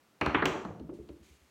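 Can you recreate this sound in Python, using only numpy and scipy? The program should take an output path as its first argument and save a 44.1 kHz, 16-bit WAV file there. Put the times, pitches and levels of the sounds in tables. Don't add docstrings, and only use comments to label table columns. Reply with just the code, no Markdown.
import sys
import numpy as np
from scipy import signal
from scipy.fft import rfft, irfft, next_fast_len
from scipy.io import wavfile
from scipy.ndimage import uniform_filter1d, map_coordinates

SR = 44100
rng = np.random.default_rng(int(sys.argv[2]) if len(sys.argv) > 2 else 0)


def gain_from_decibels(decibels):
    exponent = np.asarray(decibels, float) / 20
    return 10 ** exponent


def to_wav(s):
    ch = np.atleast_2d(s).T
    pcm = np.round(np.clip(ch, -1, 1) * 32767)
    wavfile.write(sys.argv[1], SR, pcm.astype(np.int16))


N = 66150

# frequency in Hz, level in dB per Hz.
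HUSH_COLOUR = [(26, -30), (55, -4), (110, -4), (250, -3.5), (450, -7), (900, -11), (1200, -9.5),
               (1600, -13), (15500, -28.5)]
# time in seconds, gain in dB.
GAIN_DUCK = [(.2, 0), (.3, -3.5), (.92, -3.5), (.97, -1), (1.3, -1)]
# frequency in Hz, t60 in seconds.
ROOM_DECAY = [(60, 0.28), (300, 0.78), (1000, 0.63), (3000, .45), (7000, 0.58), (14000, 0.37)]
# frequency in Hz, level in dB.
ROOM_COLOUR = [(60, 31), (300, 3), (700, 0), (1500, -4), (6000, -3), (12000, -9.5)]
# start in seconds, knock level
# in dB, its loudest tone in Hz, hardest tone reached in Hz, tick level in dB.
KNOCKS = [(.203, -56, 870, 2105, -90), (0.2118, -15.5, 2550, 2870, -36), (.2135, -21, 926, 2900, -76),
          (0.2609, -21.5, 2200, 2900, -35.5), (.262, -19, 1050, 2700, -81), (.345, -17.5, 2620, 3640, -46),
          (.346, -13, 1434, 3060, -92), (.4215, -27.5, 3850, 4300, -56), (.4235, -14, 1580, 2050, -90),
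          (0.455, -16, 2400, 3300, -47), (.457, -23.5, 740, 2960, -90), (.545, -32, 1060, 1390, -90),
          (.649, -31, 830, 2300, -53), (.705, -38.5, 550, 1500, -81.5), (.797, -55.5, 567, 1475, -59.5),
          (.8925, -47.5, 860, 1630, -91), (0.894, -55, 2700, 3140, -112.5), (.985, -68.5, 648, 1300, -81.5),
          (1.089, -53, 778, 1600, -58), (1.09, -51, 2700, 3400, -90), (.424, -25, 510, 910, -87)]
# frequency in Hz, level in dB.
BOARD_COLOUR = [(300, 11.5), (600, 3), (1130, 3.5), (1450, 1), (1900, -1.5), (2400, 0), (4000, -7)]
# frequency in Hz, width in Hz, level in dB.
DIE_ON_FELT = [(2900, 350, 10), (4300, 350, 7.5), (5800, 600, 0), (7120, 4400, -4.5), (8800, 4500, -6.5),
               (13000, 4000, -37)]
# frequency in Hz, width in Hz, level in dB.
DIE_ON_DIE = [(2930, 870, 10.5), (4300, 1600, -23), (5650, 600, -4), (7700, 2000, -6), (11250, 1200, -17.5),
              (14500, 1800, -37)]
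# start in seconds, thud level in dB,
# loudest table tone in Hz, boom level in dB.
THUDS = [(.213, -20.5, 314, -31), (.263, -22.5, 300, -21.5), (.346, -19.5, 346, -31),
         (.423, -22.5, 248, -46), (.457, -22.5, 330, -55), (.545, -29, 307, -47), (0.65, -29, 189.4, -44),
         (0.801, -34.5, 243, -34.5), (.832, -41.5, 185.2, -89), (0.892, -34, 304.4, -39),
         (0.921, -36, 366, -73), (0.989, -39, 309, -36.5), (1.029, -57, 248, -75), (1.093, -37, 319.3, -38),
         (1.199, -55.5, 198.6, -44), (1.301, -72, 141.4, -42.5), (1.409, -80, 132, -49)]
# frequency in Hz, level in dB, t60 in seconds.
TABLE_MODES = [(111.3, -15, 0.45), (166, 0, 0.098), (229.8, 2, 0.082), (301.8, 3.5, 0.1), (330, 1.5, .1),
               (378.2, -1.5, 0.16), (420.6, 5.5, 0.073), (499.5, 2, 0.066), (578.7, -6, 0.24)]
# frequency in Hz, level in dB, rise in seconds, t60 in seconds.
FRAME_MODES = [(68, 2, 0.011, 0.17), (151, -5.5, 0.0053, 0.05)]
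# start in seconds, rise in seconds, hold in seconds,
# release t60 in seconds, level in dB.
BRUSHES = [
    (0.931, .008, 0.022, 0.23, -72),
    (0.995, 0.04, 0.18, 0.58, -78.5),
    (1.225, 0.0078, 0.11, 0.39, -68.5),
    (1.38, 0.064, .1, 0.62, -75.5),
]
# frequency in Hz, level in dB per Hz.
CLOTH_COLOUR = [(600, -49), (1300, -13), (2200, 1.5), (4500, -4), (5600, -7), (6600, -2), (8500, -8),
                (16000, -20)]

HUSH_DB = -67.5
ROOM_DB, SOFT_ROOM_DB, THUD_ROOM_DB = -1, -7, -12
ROOM_DELAY_S, ROOM_RISE_S = 0.006, 0.0035
SOFT_AFTER_S = 0.6
KNOCK_RISE_S, KNOCK_T60_S, KNOCK_OCTAVES, EDGE_STEEP = 0.0025, 0.037, 0.82, 15
TICK_T60_S, NO_TICK_DB = 0.019, -80
CLACK_S, CLACK_DB = 0.4555, -29
THUD_RISE_S, TONE_OCTAVES, MODE_SCATTER_DB = 0.0028, 0.82, 2.5
SPOT_DB, SPOT_S, SPOT_RISE_PER_S = -0.5, 0.035, 6.9
LEAD = 256
LOW_CUT_HZ, TOP_HZ = 55, 16300


def unit(x):
    return x / np.sqrt(np.mean(x ** 2) + 1e-20)


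def along(points, hz):
    f, value = np.transpose(points)
    return np.interp(np.log(hz + 1), np.log(f + 1), value)


def filtered(x, response):
    m = next_fast_len(len(x) + 8192)
    hz = np.fft.rfftfreq(m, 1 / SR)
    return irfft(rfft(x, m) * response(hz), m)[:len(x)]


def shape(t, rise, t60):
    return (1 - np.exp(-t / rise)) * gain_from_decibels(-60 * t / t60)


def hush():
    duck_db = np.interp(np.arange(N) / SR, *np.transpose(GAIN_DUCK))
    hiss = filtered(rng.standard_normal(N), lambda f: gain_from_decibels(along(HUSH_COLOUR, f)))
    return gain_from_decibels(HUSH_DB + duck_db) * unit(hiss)


def burst(envelope):
    z = rfft(rng.standard_normal(len(envelope)) * envelope)
    even = irfft(z / uniform_filter1d(abs(z), size=60), len(envelope))
    even = even[:len(envelope) // 2]
    return even * np.linalg.norm(envelope) / np.linalg.norm(even)


def knock(tone_hz, edge_hz):
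    def response(f):
        near_db = -6 * (np.log2((f + 1) / tone_hz) / KNOCK_OCTAVES) ** 2
        edge = 1 / np.sqrt(1 + (f / edge_hz) ** (2 * EDGE_STEEP))
        return np.sqrt(SR / 2 / tone_hz) * gain_from_decibels(along(BOARD_COLOUR, f) + near_db) * edge
    return response


def tick(body):
    def response(f):
        total = 0
        for k, (centre, width, db) in enumerate(body):
            resonance = 1j * f * width / (centre * centre - f * f + 1j * f * width)
            total = total + (-1) ** k * gain_from_decibels(db) * resonance
        return 2 * total
    return response


def thud(t, tone_hz, soft):
    hz, db, t60 = np.transpose(TABLE_MODES)[..., None]
    luck = rng.standard_normal((2, len(TABLE_MODES), 1))
    near_db = -6 * (np.log2(hz / tone_hz) / TONE_OCTAVES) ** 2
    level = gain_from_decibels(db + near_db + MODE_SCATTER_DB * luck[0])
    rings = level * np.sin(2 * np.pi * hz * t + 0.32 * luck[1])
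    modes = np.sum(rings * shape(t, THUD_RISE_S, t60), axis=0)
    spot = np.sin(2 * np.pi * tone_hz * t * (1 + 0.5 * SPOT_RISE_PER_S * t))
    spot = spot * np.sin(np.pi * np.clip(t / SPOT_S, 0, 1) ** 0.54) ** 2
    return 0.5 * (modes + soft * gain_from_decibels(SPOT_DB) * spot)


def boom(t):
    return sum(gain_from_decibels(db) * np.sin(2 * np.pi * hz * t) * shape(t, rise, t60)
               for hz, db, rise, t60 in FRAME_MODES)


def room(x):
    hz, t, z = signal.stft(rng.standard_normal(SR), SR, nperseg=256)
    decay = gain_from_decibels(-60 * t / along(ROOM_DECAY, hz)[:, None])
    tail = signal.istft(z * decay, SR, nperseg=256)[1]
    tail = tail * (1 - np.exp(-np.arange(len(tail)) / SR / ROOM_RISE_S))
    tail = filtered(tail / np.linalg.norm(tail), lambda f: gain_from_decibels(along(ROOM_COLOUR, f)))
    return signal.fftconvolve(x, np.pad(tail, (round(ROOM_DELAY_S * SR), 0)))


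def add(out, s, force, colour, room_db):
    wet = gain_from_decibels(room_db) * room(force)
    wet[:len(force)] += force
    out[round(s * SR) - LEAD:][:len(wet) + LEAD] += filtered(np.pad(wet, (LEAD, 0)), colour)


def dice():
    out = np.zeros(N + 2 * SR)
    t = np.arange(SR // 2) / SR
    tick_shape = gain_from_decibels(-60 * t / TICK_T60_S)
    for s, knock_db, tone_hz, edge_hz, tick_db in KNOCKS:
        room_db = ROOM_DB if s < SOFT_AFTER_S else SOFT_ROOM_DB
        force = burst(shape(t, KNOCK_RISE_S, KNOCK_T60_S))
        add(out, s, gain_from_decibels(knock_db) * force, knock(tone_hz, edge_hz), room_db)
        if tick_db > NO_TICK_DB:
            add(out, s, gain_from_decibels(tick_db) * burst(tick_shape), tick(DIE_ON_FELT), room_db)
    for s, thud_db, tone_hz, boom_db in THUDS:
        table = gain_from_decibels(thud_db) * thud(t, tone_hz, s > SOFT_AFTER_S)
        add(out, s, table, np.ones_like, THUD_ROOM_DB)
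        out[round(s * SR):][:len(t)] += gain_from_decibels(boom_db) * boom(t)
    add(out, CLACK_S, gain_from_decibels(CLACK_DB) * burst(tick_shape), tick(DIE_ON_DIE), ROOM_DB)
    return out[:N]


def brush():
    t = np.arange(N) / SR
    grain_db = map_coordinates(rng.standard_normal(400), [t * 150])
    friction = rng.standard_normal(N) * gain_from_decibels(grain_db)
    hiss = unit(filtered(friction, lambda f: gain_from_decibels(along(CLOTH_COLOUR, f))))
    stroke = np.zeros(N)
    for s, rise, hold, t60, db in BRUSHES:
        release_db = -60 * np.clip(t - s - rise - hold, 0, None) / t60
        stroke += gain_from_decibels(db + release_db) * np.clip((t - s) / rise, 0, 1)
    return hiss * stroke


def scene():
    return (hush() + dice() + brush())[None]


def band_limit(x):
    return signal.sosfilt(signal.butter(12, 16580, fs=SR, output="sos"), x)


def record(dry):
    def mic(f):
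        roll_off = (1j * f / (LOW_CUT_HZ + 1j * f)) ** 2
        lower_roll_off = (1j * f / (0.5 * LOW_CUT_HZ + 1j * f)) ** 2
        return roll_off * lower_roll_off * (f < TOP_HZ)
    return band_limit(filtered(dry[0], mic)[None])


dry = scene()
out = record(dry)
to_wav(out)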